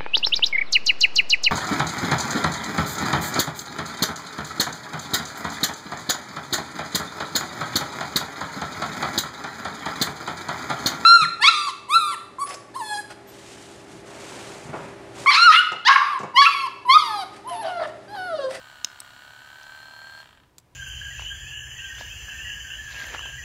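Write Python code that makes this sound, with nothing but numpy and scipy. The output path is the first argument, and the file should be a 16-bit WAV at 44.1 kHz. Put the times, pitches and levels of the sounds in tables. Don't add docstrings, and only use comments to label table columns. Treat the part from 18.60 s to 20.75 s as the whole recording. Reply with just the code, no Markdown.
import sys
import numpy as np
from scipy import signal
from scipy.fft import rfft, irfft
from scipy.io import wavfile

SR = 44100
rng = np.random.default_rng(int(sys.argv[2]) if len(sys.argv) > 2 else 0)


def decibels_to_gain(level_db):
    exponent = np.asarray(level_db, float) / 20
    return 10 ** exponent


def wav_record(signal):
    frames = np.transpose(np.atleast_2d(signal))
    bounded = np.clip(frames, -1, 1)
    quanta = np.round(bounded * 32767).astype(np.int16)
    wavfile.write(sys.argv[1], SR, quanta)


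N = 94815

# frequency_hz, density_db
FLOOR_SPECTRUM = [(15, -66), (25, -6), (108, -7), (394, -12.5), (427, -13.5), (463, -14.5), (988, -17.5),
                  (1290, -21), (16000, -38.5)]
# frequency_hz, width_hz, level_db
HUM_BANDS = [(120, 22, -70), (76, 25, -73), (267, 15, -77), (980, 30, -75)]
# time_s, speed_turns_per_s
SHAFT_SPEED = [(0.0, 35.68), (0.1, 35.19), (0.2, 34.75), (0.3, 34.4), (0.4, 33.99), (0.5, 34.33),
               (0.65, 35.12), (0.8, 35.74), (1.0, 36.49), (1.2, 37.05), (1.4, 37.55), (1.62, 37.98),
               (1.7, 26.9), (1.78, 19.42), (1.86, 9.11), (1.95, -5.45)]
TONE_MULTIPLES = [21, 35, 37, 42, 44, 63, 84, 112, 116, 126, 168, 182, 196, 3]
# level_db, pressed_gain_db, waver_db
TONE_LEVELS = [(-72, 5, 1), (-62, -3, 1.5), (-65, 0, 1.5), (-48.5, 0, 1), (-59, 0, 3), (-72, 0, 1.5),
               (-66, -7, 1.5), (-68, 13, 1.5), (-84, 24.5, 2), (-76, -3, 2), (-79, 0, 2), (-88, 11, 2),
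               (-79, 0, 2), (-72, 0, 2.5)]
KNOCK_PLACES = [(.545, 1), (.035, -1), (.66, 1), (.87, -1)]
# shell_db, thump_db
KNOCK_LEVELS = [
    (-38, -40),
    (-39.5, -47.5),
    (-46.5, -60.5),
    (-52, -51),
]
# frequency_hz, level_db, t60_s
THUMP_MODES = [(620, -1, .018), (860, 0, .022), (980, -2, .035), (1080, -6, .025)]
# frequency_hz, level_db, t60_s
SHELL_MODES = [(1270, -6, .02), (1580, -3, .03), (1850, -6, .014), (2350, -8, .018), (2750, -9, .014),
               (3200, 0, .013), (3750, -8, .012), (4750, -13, .01)]
# frequency_hz, width_hz, level_db
RATTLE_BANDS = [(646, 68, -13), (985, 43, -8.5), (1252, 450, -4.5), (1700, 276, -2), (1970, 200, -16.5),
                (2287, 180, -18), (2900, 612, -5.5), (3230, 900, -13), (3800, 86, -18.5)]
# frequency_hz, width_hz, level_db
FIZZ_BANDS = [(4290, 260, 5), (5100, 700, -5), (5850, 800, -5), (7250, 700, 0), (8050, 350, -5),
              (9200, 600, -10), (11900, 400, -16), (14000, 500, -16)]
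# start_s, peak_db, pitch_factor, ring_factor, crack_db
CLICKS = [
    (.2461, -5.5, 1.0, 1.0, -19),
    (1.0315, -37, .92, 1.3, -14),
]
# start_s, peak_db, pitch_factor, ring_factor, crack_db
RELEASES = [
    (.4024, -22.5, 1.0, 1.0, -9),
    (.4063, -33, 1.07, 1.0, -8),
    (1.9824, -34.5, .9, 1.2, -3),
    (1.9875, -46, .74, 1.6, -3),
    (1.999, -53, .92, 1.5, -3),
]
# frequency_hz, level_db, t60_s
DOME_DOWN_MODES = [(270, -32, .025), (620, -33, .012), (1100, -25, .01), (1900, -23, .008),
                   (2870, -10, .011), (3830, -8, .011), (5170, -4, .014), (5900, -6, .007), (6450, 0, .008),
                   (7300, -10, .007)]
# frequency_hz, level_db, t60_s
DOME_UP_MODES = [(300, -25, .02), (1000, -15, .009), (2000, -16, .008), (3850, -7, .008), (5240, -4, .011),
                 (7970, 0, .012), (8500, -2, .016), (10800, -12, .011), (12400, -12, .01),
                 (15000, -14, .009)]


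def evened(x):
    return x / np.sqrt(np.mean(x ** 2) + 1e-20)


def resonate(x, hz, width_hz):
    r = np.exp(-np.pi * width_hz / SR)
    pole = r * np.exp(2j * np.pi * hz / SR)
    return 2 * signal.lfilter([1 - r], [1, -pole], x).real


def noise_band(source, hz, width_hz):
    return evened(resonate(resonate(source, hz, width_hz), hz, 2 * width_hz))


def coloured(beat, bands):
    return evened(sum(decibels_to_gain(db) * noise_band(beat * rng.standard_normal(N), hz, width_hz)
                      for hz, width_hz, db in bands))


def drift(top_hz):
    return evened(resonate(resonate(rng.standard_normal(N), 0, top_hz), 0, top_hz))


def ring(modes, pitch=1, length=1, rise_s=0.0006):
    t = np.arange(3000) / SR
    x = np.zeros(3000)
    for k, (hz, db, t60_s) in enumerate(modes):
        decay = decibels_to_gain(db - 60 * t / (t60_s * length))
        x += (-1) ** k * decay * np.sin(2 * np.pi * hz * pitch * t)
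    x *= np.sin(np.pi / 2 * np.minimum(t / rise_s, 1)) ** 2
    return x / abs(x).max()


def motion():
    start_turn = .02
    off_s, off_fade_s = 1.62, .005
    press_s, press_rise_s = .93, .3
    t = np.arange(N) / SR
    speed = np.maximum(np.interp(t, *np.transpose(SHAFT_SPEED)), 0)
    turns = start_turn + np.cumsum(speed) / SR
    drive = np.exp(-np.maximum(t - off_s, 0) / off_fade_s)
    pressed = np.clip((t - press_s) / press_rise_s, 0, 1)
    return t, speed / speed.max(), turns, drive, pressed


def floor():
    floor_db, waver_db = -63, 0.27
    hz = np.fft.rfftfreq(N, 1 / SR)
    f, db = np.transpose(FLOOR_SPECTRUM)
    spectrum = decibels_to_gain(np.interp(np.log(hz + 1), np.log(f + 1), db))
    tone = irfft(rfft(rng.standard_normal(N)) * spectrum, N)
    hum = sum(decibels_to_gain(level_db) * noise_band(rng.standard_normal(N), centre_hz, width_hz)
              for centre_hz, width_hz, level_db in HUM_BANDS)
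    return decibels_to_gain(floor_db + waver_db * drift(top_hz=1.5)) * evened(tone) + hum


def whine():
    cap_hz, cap_width_hz = 1570, 115
    lock_turn = .67
    phase_wander_turns = .025
    load_swing, load_place = .3, .6
    t, speed, turns, drive, pressed = motion()
    shaft_hz = np.gradient(turns) * SR
    since_knock = turns - KNOCK_PLACES[0][0]
    out = np.zeros(N)
    for k, (db, press_db, waver_db) in zip(TONE_MULTIPLES, TONE_LEVELS):
        main = abs(k - 43) < 2
        lift = 1 / np.sqrt(1 + ((k * shaft_hz - cap_hz) / cap_width_hz * 2) ** 2) if main else 1
        level = decibels_to_gain(db + press_db * pressed + waver_db * drift(top_hz=14)) * lift * np.sqrt(2)
        start = lock_turn if main else rng.random()
        phase_turns = k * since_knock + start + phase_wander_turns * drift(top_hz=29.4)
        out += level * np.sin(2 * np.pi * phase_turns)
    load = 1 + load_swing * np.cos(2 * np.pi * (turns - load_place))
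    return out * drive * load


def crank():
    speed_law, rise_s = .75, .0006
    spread_db, jitter_s = 1.2, .00002
    thump_lead_s = .0028
    thump_db, thump_press_db, thump_drive_db = -11.25, 3, 4.5
    t, speed, turns, drive, pressed = motion()
    taps, thumps = np.zeros(N), np.zeros(N)
    for (place, sign), (shell_db, body_db) in zip(KNOCK_PLACES, KNOCK_LEVELS):
        at = np.interp(np.arange(turns[-1] - place) + place, turns, t)
        chance = rng.standard_normal((80, 2))[:len(at)]
        size = sign * decibels_to_gain(spread_db * chance[:, 0]) * np.interp(at, t, speed) ** speed_law
        at = at + jitter_s * chance[:, 1]
        tap_index = np.clip((at * SR).astype(int), 0, N - 1)
        thump_index = np.clip(((at - thump_lead_s) * SR).astype(int), 0, N - 1)
        taps[tap_index] += size * decibels_to_gain(shell_db)
        thumps[thump_index] += size * decibels_to_gain(body_db)
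    thumps *= decibels_to_gain(thump_db + thump_press_db * pressed + thump_drive_db * drive)
    shell = signal.oaconvolve(taps, ring(SHELL_MODES, rise_s=rise_s))
    body = signal.oaconvolve(thumps, ring(THUMP_MODES, rise_s=2 * rise_s))
    return (shell + body)[:N]


def rattle():
    rattle_db, rattle_drive_db, rattle_law = -58, 3, 0.89
    fizz_db, fizz_drive_db, fizz_law = -62, 4, 1.8
    beat_depth, air_db = 0.38, -5.5
    t, speed, turns, drive, pressed = motion()
    beat = 1 + beat_depth * np.cos(2 * np.pi * (turns - .06)) ** 6
    body = decibels_to_gain(rattle_db + rattle_drive_db * drive) * speed ** rattle_law * coloured(beat, RATTLE_BANDS)
    bright = np.diff(beat * rng.standard_normal(N), prepend=0)
    air = decibels_to_gain(air_db) * evened(bright + beat * rng.standard_normal(N))
    fizz_level = decibels_to_gain(fizz_db + fizz_drive_db * drive) * speed ** fizz_law
    fizz = fizz_level * (coloured(beat, FIZZ_BANDS) + air)
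    return decibels_to_gain(.6 * drift(top_hz=6)) * (body + fizz)


def room(x):
    level_db, t60_s, top_hz = -25, .25, 7400
    t = np.arange(SR // 3) / SR
    tail = resonate(rng.standard_normal(len(t)), 0, top_hz) * decibels_to_gain(-60 * t / t60_s)
    tail *= t > .004
    return decibels_to_gain(level_db) * signal.fftconvolve(x, tail / np.linalg.norm(tail))[:N]


def button(rows, modes):
    crack_hz, crack_width_hz, crack_t60_s, rise_s = 7200, 6000, .015, .0004
    t = np.arange(3000) / SR
    out = np.zeros(N + 3000)
    for start_s, peak_db, pitch, length, crack_db in rows:
        crack = resonate(rng.standard_normal(3000), crack_hz, crack_width_hz)
        crack *= decibels_to_gain(crack_db - 60 * t / (crack_t60_s * length))
        snap = ring(modes, pitch, length, rise_s) + np.minimum(t / rise_s, 1) * crack
        out[round(start_s * SR):][:3000] += decibels_to_gain(peak_db) * snap
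    return out[:N]


def scene():
    radiation = signal.butter(5, 540, "high", fs=SR, output="sos")
    shell = signal.sosfilt(radiation, crank() + rattle())
    gun = whine() + shell + button(CLICKS, DOME_DOWN_MODES) + button(RELEASES, DOME_UP_MODES)
    return (gun + room(gun) + floor())[None]


def band_limit(x):
    return signal.sosfilt(signal.butter(12, 16800, fs=SR, output="sos"), x)


def record(dry):
    x = signal.lfilter(*signal.butter(2, 20, "high", fs=SR), dry)
    x = signal.oaconvolve(x, signal.firwin(255, 15780, fs=SR)[None], "same")
    return band_limit(x)


dry = scene()
out = record(dry)
wav_record(out)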